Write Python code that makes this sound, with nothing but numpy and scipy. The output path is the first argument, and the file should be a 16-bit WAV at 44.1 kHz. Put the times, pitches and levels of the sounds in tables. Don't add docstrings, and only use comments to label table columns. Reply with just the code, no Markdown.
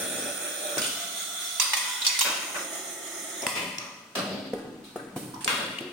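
import sys
import numpy as np
from scipy import signal
from scipy.fft import rfft, irfft, next_fast_len
from scipy.io import wavfile
from scipy.ndimage import map_coordinates

SR = 44100
rng = np.random.default_rng(int(sys.argv[2]) if len(sys.argv) > 2 else 0)


def file_out(sig):
    cols = np.atleast_2d(sig).T
    lim = np.clip(cols, -1, 1)
    pcm = np.round(lim * 32767).astype(np.int16)
    wavfile.write(sys.argv[1], SR, pcm)


N = 261072

# frequency in Hz, level in dB.
WORKSHOP_SPECTRUM = [(25, -112), (80, -103), (150, -102), (400, -100), (1000, -87), (2500, -96),
                     (5000, -100), (9000, -100), (11500, -111), (15500, -107)]
JET_SPECTRUM = [(30, -116), (80, -104), (160, -100), (280, -91), (1000, -98), (1700, -81), (2500, -80.5),
                (4000, -76), (4850, -87), (5500, -80), (9800, -75.5), (11200, -99), (13000, -82.5),
                (15700, -82)]
RUMBLE_SPECTRUM = [(40, -104), (85, -79.5), (125, -70.5), (160, -70), (195, -63.5), (232, -66.5),
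                   (272, -60), (325, -69), (430, -65), (620, -67.5), (900, -82.5), (2000, -85), (4900, -78),
                   (5600, -99), (9000, -104)]
# frequency in Hz, t60 (time to fall 60 dB) in seconds.
ROOM_T60 = [(150, 3), (500, 0.93), (1200, 1.01), (3000, 1.25), (5000, 0.89), (9000, 0.69), (15000, 0.48)]
# frequency in Hz, width in Hz, level in dB.
CUPS_OPEN = [(334, 112, -66.5), (460, 80, -66.5), (600, 74, -59.5), (757, 120, -69), (1416, 310, -67.5),
             (1790, 440, -71.5), (2506, 260, -70.5), (3350, 95, -65.5), (3610, 290, -68.5),
             (4160, 100, -73), (5290, 70, -67), (5870, 94, -66), (6740, 220, -69.5), (8270, 110, -65),
             (9030, 290, -61.5), (10000, 560, -70.5), (15300, 880, -76)]
CUPS_SEALED = [(390, 120, -80), (699, 90, -67), (1357, 214, -69), (2060, 150, -71.5), (2750, 200, -82),
               (3470, 214, -62.5), (4170, 1040, -75), (5380, 150, -70), (5930, 220, -68), (6570, 110, -68),
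               (6930, 190, -70), (8440, 680, -72), (9160, 280, -68), (10000, 130, -69), (16000, 310, -72)]
BAG_CLAMPED = [(984, 200, -69), (1450, 170, -69), (2010, 190, -66), (3400, 600, -68), (5520, 640, -71.5),
               (6940, 720, -71), (8830, 750, -68.5), (16300, 310, -82)]
BAG_SPREAD = [(357, 122, -63.5), (538, 26, -65.5), (684, 116, -65.5), (865, 73, -68.5), (1300, 220, -70),
              (1984, 270, -67), (3380, 310, -72), (5240, 200, -72.5), (6260, 660, -69.5),
              (6800, 320, -66.5), (8520, 360, -69.5), (9250, 370, -68.5), (10170, 160, -68.5),
              (15360, 500, -85.5)]
# start and length in seconds, rumble in dB, boom in Hz, boom in dB.
STROKES = [(-.04, 0.3, -4.5, 560, -54), (0.757, 0.061, -5, 601, -48), (3.535, 0.18, -7.5, 182.5, -50),
           (4.155, 0.19, 3.5, 200, -42), (4.3, 0.18, -3, 267, -45.5), (5.122, 0.068, -23, 193.4, -46.5),
           (5.443, 0.2, -1, 567, -45.5), (5.795, 0.11, -10, 355, -44.5)]
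# frequency in Hz, gain in dB.
CASING_GAIN = [(30, -18), (80, -22), (125, -13), (200, -5), (330, 1), (600, -3.5), (1050, -2), (1600, -0.5),
               (2100, -2.5), (7500, -1), (9200, 7), (11200, -8), (15500, -5)]
TONE_HZ = [520, 1000, 2300, 4900, 9000]
# frequency in Hz, width in Hz, gain in dB.
HEAD_BODY = [(245, 59, -1), (400, 96, -5.5), (577, 66, 10), (1000, 56, 1.5), (1280, 27, -2),
             (1543, 496, -10.5), (1948, 100, 4.5), (2520, 670, 4.5), (4420, 540, -2)]
FRAME_BODY = [(271, 15, -1.5), (514, 170, -7.5), (740, 80, 3), (880, 280, -4.5), (1730, 210, -2.5),
              (1990, 110, -2.5), (3070, 1000, 2), (6800, 3900, -2)]
# frequency in Hz, level in dB, t60 in seconds.
BAR_MODES = [(183, -1, 2.4), (265, -3, 1.2), (530, -10, 2), (597, -4.5, 2.2), (881, -4, 2.2),
             (958, -4, 1.0), (996, 5.5, 1.7), (1035, -2, 1.5), (1110, 1, .8), (1228, -3, 2), (1976, 2, 1.6),
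             (2105, 0, 1.3), (2568, -4, 1.4), (2686, -4, 1.1), (3138, -2, .7), (3575, 2, .8), (3741, 2, .7),
             (4166, 5, .8), (4513, 1, .8), (4786, 3, .9), (4827, 0, .8), (5640, 4, .8), (6277, 0, .6),
             (8281, 8, .6), (9065, 0, .6)]
PANEL_MODES = [(200, -1.5, 2.4), (271.6, 8, 1.4), (310.6, 2.5, 1.8), (399, 3.4, 0.79), (466, 12, 0.76),
               (571, 8.5, 0.58), (747, 4, 1.1), (874, 3.5, 2), (1234, 8, 0.88), (1650, 8, 0.66),
               (2620, 8, 0.94), (1950, 14, 1.2)]
THUD_MODES = [(145, -14, 0.034), (242, -8.5, 0.054), (295, -8.5, 0.045), (481, -5.5, 0.037),
              (715, -9, 0.047), (1513, -22, 0.081)]
# start in seconds, level in dB, tilt in dB per octave,
# port resonance in Hz, its height in dB, t60 in seconds.
PUFFS = [(2.245, -69, -2, 1490, 13, 1), (2.543, -72.5, -4, 1490, 17, 0.43),
         (3.424, -76.5, -8, 730, 9.5, 0.27), (3.55, -69, -2, 2380, -2.5, 1), (3.79, -84, -3, 1250, 14.5, 1),
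         (4.16, -71, -1.5, 1160, 5.5, 0.5), (4.837, -94.5, 4, 3950, 14, 0.76),
         (5.157, -90.5, 8.5, 8850, -0.5, 0.96), (5.404, -83, 1, 8800, 10.5, 0.45),
         (5.485, -77, 2.5, 3260, -1, 1)]
# start in seconds, level in dB, tilt in dB per octave, ping in Hz,
# ring in dB, rebound delay in seconds, rebound gain in dB.
CLACKS = [(1.5985, -55, -0.4, 7000, -3.5, 0.017, -3), (1.7338, -52.5, -2, 1900, -10, 0.033, -8.5),
          (2.0657, -57, 1.5, 4800, -5.5, 0.031, -35), (2.19, -58.5, 0.7, 8900, -10, 0.018, 3)]
# start in seconds, level in dB, tilt in dB per octave, ping in Hz,
# ping height in dB.
RATTLES = [(.779, -61.5, 2, 1450, 25), (0.817, -64.5, 3, 2970, 12), (0.838, -64, 1, 4000, 1),
           (0.862, -72.5, 2, 9100, 15), (1.772, -70, -4, 2120, 19), (2.017, -67, -3.5, 3720, 17.5),
           (2.046, -60, 0.8, 4100, 6), (2.095, -71, 1, 2120, 24), (2.146, -67, -1, 2070, 19.5),
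           (3.569, -68.5, -4, 2530, 15.5), (4.152, -57.5, -1.5, 622, 30), (4.186, -59.5, -6, 568, 20),
           (4.582, -86, 1, 1590, 21), (4.992, -88, -6.5, 1630, 24), (5.337, -80.5, -8.5, 990, 19.5),
           (5.359, -83, -11, 920, 19), (5.407, -85, -1, 1830, 21)]
# start in seconds, level in dB, tilt in dB per octave, ping in Hz,
# crash t60 in seconds, thud in dB.
KNOCKS = [(.772, -61.5, 1.5, 1420, 0.024, -37), (4.534, -68.5, 0.5, 460, 0.056, -25.5),
          (4.959, -70.5, 2, 594, 0.073, -29.5), (5.1622, -67.5, 2.5, 147, 0.062, -24),
          (5.458, -75.5, -1, 583, 0.037, -35), (5.807, -71.5, 3.5, 340, 0.022, -36)]
# start in seconds, level in dB, tilt in dB per octave,
# ping in Hz, crash t60 in seconds, ring in dB, thud in dB.
SLAMS = [(3.4667, -44, 4, 2000, 0.0096, -11, -25), (5.477, -53, -0.6, 2800, 0.067, -28, -35)]
# start in seconds, level in dB, tilt in dB per octave, ping in Hz,
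# ping sharpness as frequency over width.
TICKS = [(3.421, -74, 7, 5440, 8), (3.783, -63, -2, 5900, 3.1), (5.343, -92, 8, 5900, 2.6),
         (5.445, -64, 1.5, 8000, 1.45), (5.786, -67, 0, 2580, 2)]
# frequency in Hz, coherence from 0 to 1.
COHERENCE = [(100, 0.97), (250, 0.91), (500, 0.77), (1000, 0.35), (2000, 0.15), (8000, 0.018)]
# frequency in Hz, left minus right in dB.
PORT_BALANCE = [(300, 0.8), (1300, 1.6), (2800, 4.5), (4000, 0), (5200, 0), (6700, -5.5), (7400, 1.5),
                (8050, 7), (9300, -7), (10900, 1), (12200, -1), (13700, -14), (15500, -3)]

CLACK = dict(tone_db=(-33, -0.5, -4, 1, -10), ping_db=9, sharpness=3, rise_s=0.000097,
             room_db=-15, pan_db=-3, grain_db=0.5)
REBOUND = dict(tone_db=(-17, 7, -1, 4.5, -0.5), ping_db=-18, sharpness=5.3, rise_s=0.0019,
               room_db=-11, ring_db=-14.5, pan_db=-1, grain_db=0)
RATTLE = dict(tone_db=(-19.5, -2, -3.5, 1, -11.5), sharpness=3.1, rise_s=0.0014,
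              room_db=-13, ring_db=-18.5, pan_db=-2.5, grain_db=2.5)
KNOCK = dict(tone_db=(16, 8, -6.5, -15, -18), ping_db=8, sharpness=4, rise_s=0.00053,
             room_db=-10, ring_db=-20.5, pan_db=-2, grain_db=-1.5)
SLAM = dict(tone_db=(-14, 5, -1.5, -7.5, -15.5), ping_db=5, sharpness=4, rise_s=0.00023,
            room_db=-6, ring_top_hz=2200, pan_db=0.5, grain_db=4)
TICK = dict(tone_db=(-6, -18, 0, 1, -11.5), ping_db=15, rise_s=0.00025,
            room_db=-7.5, ring_db=-31, pan_db=-1, grain_db=2)
PUFF = dict(tone_db=(-1.5, 5.5, 6, -1, -8), sharpness=3.7, rise_s=0.006, pan_db=-1.2)
JAW_START_S = 4.1


def amp(db):
    return 10 ** (np.asarray(db) / 20)


def along(points, hz):
    f, v = np.transpose(points)
    return np.interp(np.log(hz + 1), np.log(f + 1), v)


def bumps(rows, hz):
    return sum(db / (1 + (2 * (hz - centre) / width) ** 2) for centre, width, db in rows)


def curve(rows):
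    return np.interp(np.arange(N) / SR, *np.transpose(rows))


def since(s):
    return np.maximum(np.arange(N) / SR - s, 0)


def fade(t, t60):
    return np.exp(-np.log(1000) * t / np.maximum(t60, 1e-3))


def white(count):
    return rng.standard_normal((2, count)) * np.sqrt(SR / 2)


def wobble(rate):
    knots = rng.standard_normal(int(N * rate / SR) + 4)
    return map_coordinates(knots, [np.arange(N) * rate / SR])


def pan(db):
    return amp([[db / 2], [-db / 2]])


def burst(t, kind, t60):
    attack = 1 - np.exp(-t / max(kind["rise_s"], 1e-4))
    return white(len(t)) * attack * fade(t, t60) * pan(kind["pan_db"])


def filtered(x, response):
    size = next_fast_len(N + 8192)
    return irfft(rfft(x, size) * response(np.fft.rfftfreq(size, 1 / SR)), size)[..., :N]


def add(track, s, sound):
    part = track[:, max(round(s * SR), 0):][:, :sound.shape[1]]
    part += sound[:, :part.shape[1]]


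def workshop():
    return filtered(white(N), lambda hz: amp(along(WORKSHOP_SPECTRUM, hz)))


def room_tail(t, build_s=0.01):
    hz, times, spectra = signal.stft(white(len(t)), SR, nperseg=256)
    tail = signal.istft(spectra * fade(times, along(ROOM_T60, hz)[:, None]), SR)[1][:, :len(t)]
    return tail * (1 - np.exp(-(t / build_s) ** 2))


def jet(resonances, pan_db=-1.5):
    grid = np.linspace(0, SR / 2, 4096)
    peaks = sum(amp(db) ** 2 / (1 + ((grid - hz) / width * 2) ** 2 / 3) ** 3
                for hz, width, db in resonances)
    power = amp(along(JET_SPECTRUM, grid)) ** 2 + peaks
    return filtered(white(N), lambda hz: np.interp(hz, grid, np.sqrt(power))) * pan(pan_db)


def turbulence(hiss, depth_db=1.8):
    spectra = signal.stft(hiss, nperseg=512)[2]
    knots = np.indices(spectra.shape[1:]) / np.array([7, 16])[:, None, None]
    patches = rng.standard_normal([int(axis.max()) + 2 for axis in knots])
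    gain = amp(depth_db * map_coordinates(patches, knots, order=1))
    return signal.istft(spectra * gain)[1][:, :N]


def panel_echoes(x, echo=0.21, drift_s=0.00009, count=5):
    n, out = np.arange(N), x.copy()
    for delay_s in np.linspace(.0015, .009, count) * rng.uniform(.8, 1.2, count):
        path_s = delay_s + drift_s * wobble(0.926)
        for ear, offset_s in enumerate(rng.normal(0, .0001, 2)):
            out[ear] += echo * np.interp(n - (path_s + offset_s) * SR, n, x[ear], left=0)
    return out / np.sqrt(1 + count * echo ** 2 / 2)


def ejector(jet_db=-2, spread_db=-3.5, flutter_db=0.74, shut_s=3.41, shut_db=-9.5, empty_db_per_s=65):
    sealed = curve([(0.76, 0.046), (0.86, 1)])
    clamped = curve([(1.58, 0), (1.62, 0.98)])
    spread = curve([(2.235, 0.006), (2.33, 1)])
    stages = [(1 - sealed, CUPS_OPEN), (sealed * (1 - clamped), CUPS_SEALED),
              (clamped * (1 - spread), BAG_CLAMPED), (spread, BAG_SPREAD)]
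    air = turbulence(sum(np.sqrt(share) * jet(resonances) for share, resonances in stages))
    shut = np.minimum(since(shut_s) / 0.12, 1)
    drained_db = empty_db_per_s * since(shut_s + 0.11)
    strength_db = jet_db + spread_db * spread + shut_db * shut - drained_db
    return panel_echoes(air) * amp(strength_db + flutter_db * wobble(16))


def jaw_drive(idle_db=-25, spin_up_s=0.023, boom_rise_s=0.03, coast_db_per_s=66, lumpy_db=2):
    effort, boom = np.full(N, amp(idle_db)), np.zeros(N)
    clock = np.cumsum(1 + 0.035 * wobble(45)) / SR
    swell = amp(lumpy_db * wobble(25))
    for s, length, db, boom_hz, boom_db in STROKES:
        coast = amp(-coast_db_per_s * since(s + length))
        effort = np.maximum(effort, np.minimum(since(s) / spin_up_s, 1) * amp(db) * coast)
        envelope = np.minimum(since(s) / boom_rise_s, 1) * amp(boom_db) * coast
        boom += envelope * np.sin(2 * np.pi * boom_hz * clock)
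    rumble = filtered(white(N), lambda hz: amp(along(RUMBLE_SPECTRUM, hz)))
    return rumble * effort * amp(lumpy_db * wobble(30)) + swell * boom


def body_filter(x, kind, s, db, tilt_db, ping_hz, ripple_db=4.6, size=4096):
    hz = np.fft.rfftfreq(size, 1 / SR)
    tone = list(zip(TONE_HZ, kind["tone_db"] + tilt_db * np.log2(TONE_HZ / np.median(TONE_HZ))))
    part = HEAD_BODY if s < JAW_START_S else FRAME_BODY
    ping = (ping_hz, ping_hz / kind["sharpness"], kind["ping_db"])
    gain_db = db + along(tone, hz) + along(CASING_GAIN, hz) + bumps([*part, ping], hz)
    ripple = map_coordinates(rng.standard_normal(size), [hz / 110]) * np.minimum(hz / 2500, 1)
    cepstrum = irfft(np.log(amp(gain_db + ripple_db * ripple)))
    cepstrum[1:size // 2] *= 2
    cepstrum[size // 2 + 1:] = 0
    return signal.fftconvolve(x, irfft(np.exp(rfft(cepstrum)))[None], axes=1)


def exhausts(room_db=-14):
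    out, t = np.zeros((2, N)), np.arange(SR) / SR
    for s, db, tilt_db, port_hz, port_db, t60 in PUFFS:
        air = burst(t, PUFF, t60) + amp(room_db) * room_tail(t)
        add(out, s, body_filter(air, dict(PUFF, ping_db=port_db), s, db, tilt_db, port_hz, ripple_db=2.6))
    return out


def thuds(favour_db=10.5, rise_s=0.0006, room_db=-4.5):
    out, t = np.zeros((2, N)), np.arange(SR) / SR
    bass_cut = signal.butter(4, 115, "highpass", fs=SR, output="sos")
    for s, _, _, ping_hz, *_, db in KNOCKS + SLAMS:
        favour = [(ping_hz, ping_hz / 2, favour_db)]
        modes = sum(amp(level + bumps(favour, hz)) * np.sin(2 * np.pi * hz * t) * fade(t, t60)
                    for hz, level, t60 in THUD_MODES)
        thud = signal.sosfilt(bass_cut, amp(db) * modes * (1 - np.exp(-t / rise_s)))
        tail = room_tail(t, build_s=0.031)
        reverb = signal.fftconvolve(thud[None], tail / np.linalg.norm(tail[0]), axes=1)[:, :SR]
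        add(out, s, thud + amp(room_db) * reverb)
    return out


def ringing(modes, t, waver_hz=11):
    hz, db, t60 = np.repeat(modes, 3, axis=0).T
    side = np.tile([-1, 0, 1], len(modes))
    split_hz = side * rng.uniform(.5, 1.3, len(hz)) * (5.5 + .002 * hz)
    waver = np.repeat(rng.standard_normal((len(hz), len(t) // 200 + 1)), 200, axis=1)[:, :len(t)]
    cycles = np.cumsum((hz + split_hz)[:, None] + waver_hz * waver, axis=1) / SR
    envelope = amp(db - 2 - 6 * abs(side))[:, None] * fade(t, t60[:, None]) * (1 - (t / t[-1]) ** 2)
    waves = envelope * np.exp(2j * np.pi * cycles)
    apart_cycles = np.minimum(hz / 6000, .5)

    def strike(top_hz):
        phase = rng.random(len(hz)) + apart_cycles * rng.uniform(-1.04, 1, (2, len(hz)))
        weights = np.exp(2j * np.pi * phase) / (1 + (hz / top_hz) ** 4)
        return (weights @ waves).real
    return strike


def push(t, width_s=0.00007):
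    pulse = t * np.exp(-t / width_s)
    return pulse / pulse.sum() * SR


def chatter(t, depth_db, step_s=0.00223):
    knots = t / step_s
    levels = rng.standard_normal(int(knots[-1]) + 2)
    return amp(depth_db * np.interp(knots, np.arange(len(levels)), levels))


def contacts(clack_t60=0.067, rattle_t60=0.068, tick_t60=0.016):
    hits = []
    for s, db, tilt_db, ping_hz, ring_db, after_s, rebound_db in CLACKS:
        hits += [(dict(CLACK, ring_db=ring_db), s, db, tilt_db, ping_hz, clack_t60),
                 (REBOUND, s + after_s, db + rebound_db, tilt_db, ping_hz, clack_t60)]
    hits += [(dict(RATTLE, ping_db=ping_db), *row, rattle_t60) for *row, ping_db in RATTLES]
    hits += [(dict(SLAM, ring_db=ring_db), *row) for *row, ring_db, _ in SLAMS]
    hits += [(KNOCK, *row) for *row, _ in KNOCKS]
    hits += [(dict(TICK, sharpness=sharpness), *row, tick_t60) for *row, sharpness in TICKS]
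    return hits


def impacts(bar_db=17, panel_db=25, push_db=-29, hard_rise_s=0.00026):
    out, t = np.zeros((2, N)), np.arange(SR) / SR
    brief = t[:SR // 8]
    bars, panels = ringing(BAR_MODES, t), ringing(PANEL_MODES, t)
    pulse = amp(push_db) * push(brief)
    for kind, s, db, tilt_db, ping_hz, t60 in contacts():
        top_hz = kind.get("ring_top_hz", SR)
        ring = amp(bar_db) * bars(top_hz) if s < JAW_START_S else amp(panel_db) * panels(top_hz)
        hardness = 1 / (1 + (kind["rise_s"] / hard_rise_s) ** 2)
        crash = burst(brief, kind, t60) * chatter(brief, kind["grain_db"])
        reverb = amp(kind["room_db"]) * t60 / 0.07 * room_tail(t)
        sound = reverb + amp(kind["ring_db"]) * ring
        add(sound, 0, hardness * pulse + crash)
        add(out, s, body_filter(sound, kind, s, db, tilt_db, ping_hz))
    return out


def scene():
    moving_parts = impacts() + thuds() + exhausts() + jaw_drive()
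    return moving_parts * pan(-0.4) + ejector() + workshop()


def record(dry, top_hz=15950):
    mid_side = np.array([dry[0] + dry[1], dry[0] - dry[1]]) / 2
    mid, side = filtered(mid_side, lambda hz: np.sqrt(1 + np.outer([1, -1], along(COHERENCE, hz))))
    ears = np.array([mid + side, mid - side])
    return filtered(ears, lambda hz: amp(np.outer([.5, -.5], along(PORT_BALANCE, hz))) * (hz < top_hz))


dry = scene()
out = record(dry)
file_out(out)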